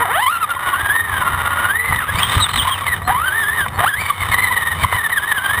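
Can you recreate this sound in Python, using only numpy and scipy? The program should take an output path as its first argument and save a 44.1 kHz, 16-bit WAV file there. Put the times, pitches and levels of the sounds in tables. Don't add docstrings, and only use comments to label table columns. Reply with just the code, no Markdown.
import sys
import numpy as np
from scipy import signal
from scipy.fft import rfft, irfft
from scipy.io import wavfile
from scipy.ndimage import uniform_filter1d

SR = 44100
rng = np.random.default_rng(int(sys.argv[2]) if len(sys.argv) > 2 else 0)


def persist_wave(psi):
    counts = np.round(np.clip(psi, -1, 1) * 32767).astype(np.int16)
    wavfile.write(sys.argv[1], SR, np.atleast_2d(counts).T)


N = 246954
TIME = np.arange(N) / SR

# t/s, f/Hz
TOOTH_RATE = [(0.0, 446), (0.031, 493), (0.069, 310), (0.156, 632), (0.23, 1019), (0.265, 1000.0),
              (0.324, 1354), (0.39, 1415), (0.46, 1223), (0.5, 1402), (0.746, 1468), (0.82, 1642),
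              (0.896, 1627), (0.96, 1853), (1.05, 1842), (1.254, 1388), (1.68, 1445), (1.774, 1923),
              (1.88, 2063), (1.976, 1912), (2.05, 1250.0), (2.2, 2451), (2.23, 3246), (2.344, 4103),
              (2.464, 3648), (2.51, 4160), (2.57, 3840), (2.61, 3051), (2.65, 3708), (2.734, 3240),
              (2.76, 2693), (2.885, 2030), (2.954, 1814), (3.014, 671.5), (3.1, 727.5), (3.12, 1022),
              (3.15, 992), (3.27, 1531), (3.315, 1570), (3.37, 1820.0), (3.45, 1682), (3.55, 1859),
              (3.64, 1617), (3.726, 388.0), (3.785, 389.7), (3.81, 711), (3.84, 694.6), (3.895, 1836),
              (3.925, 1523), (4.01, 2282), (4.11, 2268), (4.26, 2022), (4.5, 1987), (4.65, 1836),
              (4.74, 1907), (4.79, 2307), (4.9, 2026), (5.03, 1811), (5.14, 1903), (5.2, 1594), (5.3, 1835),
              (5.4, 1534), (5.49, 1605), (5.6, 1954)]
# t/s, whine level/dB, rattle level/dB
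GEAR_LOAD = [(0, -22.5, -18), (.075, -24.5, -22), (.12, -17, -21.5), (.28, -14.5, -29), (.39, -47, -26.5),
             (.58, -30.5, -26.5), (.65, -31, -20.5), (1.04, -32, -28.5), (1.12, -31, -21.5),
             (1.25, -51, -21), (1.68, -26.5, -19), (1.8, -25.5, -30), (1.91, -42, -19.5),
             (2.05, -26.5, -29.5), (2.35, -54, -16), (2.48, -59, -28.5), (2.6, -62, -21.5),
             (2.73, -19, -24), (2.78, -40, -23.5), (3.06, -41, -32.5), (3.09, -17, -25.5), (3.55, -22, -25),
             (3.64, -17.5, -26), (3.7, -45, -33.5), (3.79, -31.5, -22.5), (3.95, -23, -29),
             (4.09, -26.5, -22.5), (4.15, -35, -30.5), (4.25, -39, -20.5), (4.45, -36, -22.5),
             (4.9, -34, -25), (5.6, -27.5, -27)]
# t/s, overtone slope/(dB per octave)
TOOTH_BITE = [(0, -10.5), (.2, -4.5), (.5, -13.5), (.8, -14.5), (1.9, -15), (2.19, -7.5), (2.3, -5),
              (3.1, -13.5), (3.2, -10.5), (3.4, -13), (3.85, -9.5), (5.6, -11.5)]
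# f/Hz, level/dB
WHINE_EQ = [(300, -31), (470, -7.5), (560, -21), (700, 9), (1050, 8), (1450, 10.5), (1900, 12.5),
            (2500, -4.5), (3100, 10.5), (3400, 1), (3700, 3.5), (4250, -10), (4750, -6.5), (5900, -20)]
# first t/s, last t/s, step/teeth, whine level/dB, rattle level/dB, sag depth
CHUG_RUNS = [(0.689, 0.861, 79, -21.5, -28, 0.013), (0.908, 0.997, 101, -16.5, -26, 0.0085),
             (1.053, 1.218, 74, -21.5, -36.5, 0.017), (1.277, 1.651, 83.5, -19.5, -33.5, .015),
             (1.709, 1.981, 87.7, -19, -51, 0.016), (2.232, 2.682, 170, -34.5, -25, 0.069),
             (2.886, 2.931, 88, -15, -28, .05), (3.387, 3.485, 110, -25.5, -36, 0.019),
             (4.023, 4.099, 85, -49, -34, 0.056), (4.344, 4.723, 96.6, -17.5, -36.5, 0.087),
             (4.991, 5.054, 110, -16, -41, .09), (5.131, 5.176, 74, -15.5, -53, 0.087),
             (5.239, 5.29, 75, -23.5, -36, .02), (5.458, 5.582, 74.5, -20.5, -24, 0.029)]
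# t/s, half length/s, whine level/dB, rattle level/dB
WHEEL_CATCHES = [(.018, .014, -17, -43), (0.351, 0.028, -19.5, -54), (0.432, 0.017, -13.5, -47),
                 (0.512, 0.012, -16.5, -34), (0.739, 0.0094, -49, -27), (2.024, 0.021, -24, -30),
                 (2.097, 0.0095, -15, -58), (2.184, 0.048, -29.5, -25), (2.247, 0.019, -20.5, -43),
                 (2.434, 0.015, -12, -57), (2.596, 0.025, -16, -54), (2.967, 0.011, -41, -24),
                 (3.101, 0.021, -25.5, -49), (3.282, 0.015, -25.5, -45), (3.431, .014, -26.5, -44),
                 (3.6, .024, -25, -27.5), (3.802, 0.0092, -12, -49), (3.838, 0.01, -15, -19),
                 (3.882, 0.016, -13.5, -55), (3.94, 0.0098, -27, -50), (4.227, 0.018, -25, -30),
                 (4.335, 0.013, -22, -19.5), (4.46, 0.018, -27, -34), (4.836, .016, -22, -22),
                 (4.948, 0.02, -23, -19.5), (5.319, 0.012, -17.5, -28), (5.38, .014, -16, -32)]
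# t/s, rattle level/dB
THROTTLE_KICKS = [(3.071, -11.5), (3.786, -13)]
# f/Hz, level/dB
BODY_EQ = [(200, -15.5), (450, -14.5), (620, -11.5), (880, -3.5), (1100, 2), (1500, -8), (1850, 0),
           (2350, -11), (2750, -20.5), (3100, -8.5), (3400, -20), (3700, -9.5), (4250, -31), (5900, -32)]
# f/Hz, width/Hz, level/dB
HOUSING_MODES = [(995, 42, -7), (1204, 150, -2), (1550, 30, -16), (1915, 24, -0.5), (2964, 53, 2.5),
                 (3550, 60, 2.5)]
# t/s, half length/s, f/Hz, level/dB
HOOT_CUES = [(0.026, .01, 990, -11.5), (0.569, 0.0063, 1060, -14.5), (0.682, 0.011, 1084, -14),
             (0.739, 0.0077, 1090, -9), (1.226, 0.01, 1008, -13), (1.275, 0.0088, 1074, -11.5),
             (2.233, 0.0011, 3260, -1.5), (2.4, 0.0086, 1243, -12.5), (2.658, 0.0061, 980, -14.5),
             (2.679, 0.0072, 1054, -9), (2.718, 0.014, 1065, -14.5), (2.824, 0.01, 1113, -16.5),
             (4.106, 0.0061, 1152, -5.5), (4.514, 0.0081, 1000, -11), (4.848, 0.0029, 1032, -3.5),
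             (4.968, 0.0068, 995, -15.5)]
# t/s, peak level/dB, treble lift/dB
KNOCK_CUES = [(0.503, -17.5, 22), (0.604, -19, -8), (.777, -15, -7), (1.041, -37, -6), (1.441, -28, 6),
              (1.461, -17, 11), (1.482, -29, -10), (1.843, -16.5, -9), (1.924, -5, -19), (1.96, -7.5, 6),
              (2.091, -10.5, -10), (2.155, -12, 17), (2.431, -19, 5), (2.493, -10.5, -16),
              (2.559, -4.5, 10), (2.866, -6.5, 2), (3.018, -15, -6), (3.662, -8, -20), (3.682, -15, 6),
              (4.016, -12.5, -21), (4.322, -12, -2), (4.384, -10, -18), (4.834, -7.5, 7), (4.847, -19, 6),
              (4.926, -5, -18), (5.102, -13.5, -21), (5.317, -7, 8.5)]
# t/s, level/dB
ROLL_FADER = [(0.0, -37), (0.37, -45), (1.39, -30.5), (1.87, -38), (1.9, -26), (2.06, -36.5), (2.17, -23.5),
              (2.21, -30.5), (2.34, -30), (2.37, -17.5), (2.48, -36), (2.59, -23), (2.7, -35),
              (3.07, -29.5), (3.4, -39.5), (3.81, -29), (3.94, -43), (3.99, -31.5), (4.18, -38.5),
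              (4.21, -28), (4.66, -37.5), (4.85, -21.5), (4.88, -37), (4.96, -30), (5.02, -41), (5.46, -41),
              (5.6, -26.5)]
# f/Hz, level/dB
TYRE_EQ = [(20, -31), (45, -16.5), (70, -3), (94, 2), (120, -9), (150, -8.5), (200, -15), (330, -25.5),
           (600, -24), (1500, -46.5)]
# t/s, level/dB
LANDINGS = [(0.831, -16), (1.128, -15.5), (1.336, -14), (1.903, -12), (1.925, -12), (2.147, -10),
            (2.351, -22), (2.366, -4), (2.548, -13.5), (3.088, -15), (3.78, -16), (4.218, -15),
            (4.296, -12), (4.835, -10), (4.948, -18)]
# t/s, level/dB
LEAF_FADER = [(0, -70), (2.3, -23), (2.5, -27), (2.9, -34), (3.05, -69), (3.7, -59), (4.3, -71), (5.6, -53)]
# f/Hz, level/dB
LEAF_EQ = [(300, -18), (620, -2), (1200, 17), (3600, 0), (4500, -76), (6000, -15)]
# start t/s, length/s, top f/Hz, level/dB
SERVO_CUES = [(3.028, 0.0744, 4170, -36), (3.734, 0.05, 4420, -41.5)]
# multiple of the tooth rate, level/dB
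SLOW_STAGES = [(.229, -44), (.4, -45)]
# f/Hz, level/dB
PLATE_EQ = [(280, -20), (400, -3), (470, 0), (580, 0), (700, -7), (1000, -20)]
# t/s, level/dB
PLATE_PRESSURE = [(0, -47), (.5, 0), (1.85, 5), (2.0, -9), (3.2, 3), (3.35, 6.5), (3.65, 4.5), (3.8, -3),
                  (5.6, -2)]

PINION_TEETH = 20


def whine(mesh_hz, teeth, slack, slope_db, rough_db=2.5, runout=0.0069, wobble=0.18):
    orders = np.arange(1, 6)[:, None]
    gains = gain_at(WHINE_EQ, orders * mesh_hz) * from_db(slope_db * np.log2(orders))
    gains /= np.sqrt(np.sum(gains ** 2, axis=0) / 2)
    rotor = np.sin(2 * np.pi * teeth / PINION_TEETH)
    stray = (.022 + .13 * slack) * np.minimum(mesh_hz / 1700, 1.2) * drift(110)
    cycles = teeth + stray + runout * slack * rotor
    tone = np.sum(gains * np.sin(2 * np.pi * orders * cycles), axis=0)
    return tone * (1 + wobble * rotor) * from_db(rough_db * drift(61))


def rattle(teeth, bright_db, uneven_db=4.0, rotor_db=1.5, limp=0.13):
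    contacts = np.flatnonzero(np.diff(np.floor(2 * teeth)) > 0)
    force = (rng.standard_normal(N) * from_db(uneven_db * drift(375)))[:len(contacts)]
    force += limp * drift(37)[contacts] * np.cos(np.pi * teeth[contacts])
    rotor = np.sin(2 * np.pi * teeth[contacts] / PINION_TEETH)
    slaps = np.zeros(N)
    slaps[contacts] = force * from_db(rotor_db * rotor)
    return levelled(brighten(ring_body(slaps), bright_db), seconds=0.019)


def binds(mesh_hz, half_share=0.32, spread_db=2, catch_sag=0.055):
    teeth = np.cumsum(mesh_hz) / SR
    cues = [(*catch, catch_sag) for catch in WHEEL_CATCHES]
    for first, last, step, whine_db, rattle_db, sag in CHUG_RUNS:
        begin, end = np.interp([first, last], TIME, teeth)
        binding_teeth = np.linspace(begin, end, round((end - begin) / step) + 1)
        times = np.interp(binding_teeth, teeth, TIME)
        for s, chance_db in zip(times, spread_db * rng.standard_normal((32, 2))):
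            half = half_share * step / np.interp(s, TIME, mesh_hz)
            cues.append((s, half, whine_db + chance_db[0], rattle_db + chance_db[1], sag))
    return cues


def gear_load(mesh_hz, build=1.42, release=0.8, drag=1.6, dulling=0.058):
    whine_db, rattle_db = in_time(GEAR_LOAD)
    bite_db, = in_time(TOOTH_BITE)
    whine_gain, rattle_gain = from_db(whine_db), from_db(rattle_db)
    speed, duck_db = np.ones(N), np.zeros(N)
    bright_db = 2 + 3 * np.log2(mesh_hz / mesh_hz.mean()) + 0.71 * (bite_db - bite_db.mean())
    for s, half, tone_db, noise_db, sag in binds(mesh_hz):
        near = slice(*np.searchsorted(TIME, [s - .12, s + .12]))
        progress = (TIME[near] - s) / half
        lag = progress - (build - release) / 2
        swell = np.exp(-(lag / np.where(lag < 0, build, release)) ** 2)
        whine_gain[near] += from_db(tone_db) * swell
        rattle_gain[near] += from_db(noise_db) * swell
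        bite_db[near] += 4.5 * swell
        duck_db[near] -= 2.5 * np.exp(-((lag - 1.255) / 0.59) ** 2)
        speed[near] -= sag * progress * np.exp(-(progress / drag) ** 2)
    kick = (1 - np.exp(-TIME / 0.0075)) * np.exp(-TIME / 0.029)
    for s, kick_db in THROTTLE_KICKS:
        add(rattle_gain, s, from_db(kick_db) * kick)
    bright_db -= dulling * (20 * np.log10(rattle_gain) - rattle_db)
    duck = from_db(duck_db)
    return whine_gain * duck, rattle_gain * duck, bright_db, bite_db, speed


def ring_body(hits):
    struck = through(hits, BODY_EQ)
    out = struck.copy()
    for hz, width_hz, db in HOUSING_MODES:
        radius = np.exp(-np.pi * width_hz / SR)
        feed = np.array([1, 0, -1]) * (1 - radius ** 2) / 2
        feedback = [1, -2 * radius * np.cos(2 * np.pi * hz / SR), radius ** 2]
        out += from_db(db) * signal.lfilter(feed, feedback, struck + 1e-18)
    return out


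def hoots(third_db=-20, sag=0.024):
    out = np.zeros(N)
    for s, half, hz, db in HOOT_CUES:
        t = np.arange(-3 * half, 3 * half, 1 / SR)
        phase = 2 * np.pi * (hz * t * (1 - sag * t / half / 2) + rng.random())
        tone = np.sin(phase) + from_db(third_db) * np.sin(3 * phase)
        add(out, s + t[0], from_db(db) * np.exp(-(t / half) ** 2) * tone)
    return out


def knocks(chatter=0.6, chatter_s=0.0048, size=2048):
    out = np.zeros(N)
    for s, peak_db, bright_db in KNOCK_CUES:
        blow = chatter * rng.standard_normal(size) * np.exp(-TIME[:size] / chatter_s)
        blow[8] += 1
        knock = brighten(ring_body(blow), bright_db)
        add(out, s, from_db(peak_db) * knock / np.abs(knock).max())
    return out


def tyres(trim_db=1.7, bounce_hz=84, bounce_s=0.011, low_cut_hz=30, size=6000):
    roll_db, = in_time(ROLL_FADER)
    rumble = levelled(through(rng.standard_normal(N), TYRE_EQ), seconds=0.097)
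    out = from_db(roll_db + trim_db) * rumble
    bounce = np.sin(2 * np.pi * bounce_hz * TIME[:size]) * np.exp(-TIME[:size] / bounce_s)
    bounce = signal.sosfilt(signal.butter(1, low_cut_hz, "high", fs=SR, output="sos"), bounce)
    for s, db in LANDINGS:
        add(out, s, from_db(db) * bounce)
    return out


def leaves(per_s=600, clump_db=5, spread_db=6.0):
    db, = in_time(LEAF_FADER)
    density = per_s * from_db(clump_db * drift(15))
    snaps = (rng.random(N) < density / SR) * rng.choice([-1, 1], N)
    force = from_db(spread_db * np.minimum(rng.exponential(1, N), 4))
    return from_db(db) * rms_one(through(snaps * force, LEAF_EQ))


def servo(bend=0.091, unsteady=0.0089):
    out = np.zeros(N)
    waver = 1 + unsteady * drift(221)
    for s, length, hz, db in SERVO_CUES:
        arch = np.sin(np.linspace(0, np.pi, int(length * SR)))
        pitch = hz * (1 - bend * (1 - arch)) * waver[:len(arch)]
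        add(out, s, from_db(db) * arch * np.sin(2 * np.pi * np.cumsum(pitch) / SR))
    return out


def gearbox_hum(mesh_hz):
    steady_hz = uniform_filter1d(mesh_hz, size=3000)
    teeth = np.cumsum(steady_hz) / SR
    press_db, = in_time(PLATE_PRESSURE)
    out = np.zeros(N)
    for ratio, db in SLOW_STAGES:
        gain = from_db(db + press_db) * gain_at(PLATE_EQ, ratio * steady_hz)
        out += gain * np.sin(2 * np.pi * ratio * teeth)
    return out


def from_db(db):
    return 10 ** (np.asarray(db) / 20)


def rms_one(x):
    return x / np.sqrt(np.mean(x ** 2) + 1e-20)


def in_time(rows):
    s, *columns = np.transpose(rows)
    return [np.interp(TIME, s, column) for column in columns]


def gain_at(eq, hz):
    points, db = np.transpose(eq)
    return from_db(np.interp(np.log(np.maximum(hz, 1)), np.log(points), db))


def drift(rate_hz):
    hz = np.arange(N // 2 + 1) * SR / N
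    return rms_one(irfft(rfft(rng.standard_normal(N)) / (1 + (hz / rate_hz) ** 2), N))


def through(x, eq, size=8192):
    hz = np.arange(size // 2 + 1) * SR / size
    cepstrum = irfft(np.log(gain_at(eq, hz)))
    cepstrum[1:size // 2] *= 2
    cepstrum[size // 2 + 1:] = 0
    impulse = irfft(np.exp(rfft(cepstrum)))
    return signal.fftconvolve(x, impulse)[:len(x)]


def levelled(x, seconds):
    size = max(int(seconds * SR), 8)
    power = uniform_filter1d(uniform_filter1d(x ** 2, size), size)
    return x / np.sqrt(np.abs(power) + 1e-12)


def brighten(x, db, edge_hz=2500):
    top = signal.sosfiltfilt(signal.butter(4, edge_hz, "high", fs=SR, output="sos"), x)
    return x + (from_db(db) - 1) * top


def add(track, s, sound):
    start = int(np.clip(s * SR, 0, N - 1))
    track[start:start + len(sound)] += sound[:N - start]


def scene():
    mesh_hz, = in_time(TOOTH_RATE)
    whine_gain, rattle_gain, bright_db, bite_db, speed = gear_load(mesh_hz)
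    mesh_hz = uniform_filter1d(mesh_hz * speed, size=400)
    teeth = np.cumsum(mesh_hz) / SR
    slack = rattle_gain / (rattle_gain + whine_gain)
    gears = from_db(-0.06) * whine_gain * whine(mesh_hz, teeth, slack, bite_db)
    gears += from_db(-0.28) * rattle_gain * rattle(teeth, bright_db)
    truck = gears + hoots() + knocks() + tyres() + servo() + leaves() + gearbox_hum(mesh_hz)
    return np.array([truck, truck])


def record(dry, hold_hz=12000, ceiling=0.82, cutoff_hz=15300):
    coarse = signal.resample_poly(dry, hold_hz, SR, axis=1)
    held = np.repeat(np.clip(coarse, -ceiling, ceiling), 4, axis=1)
    gritty = signal.resample_poly(held, SR, 4 * hold_hz, axis=1)[:, :N]
    return signal.sosfilt(signal.ellip(10, .1, 80, cutoff_hz, fs=SR, output="sos"), gritty)


dry = scene()
out = record(dry)
persist_wave(out)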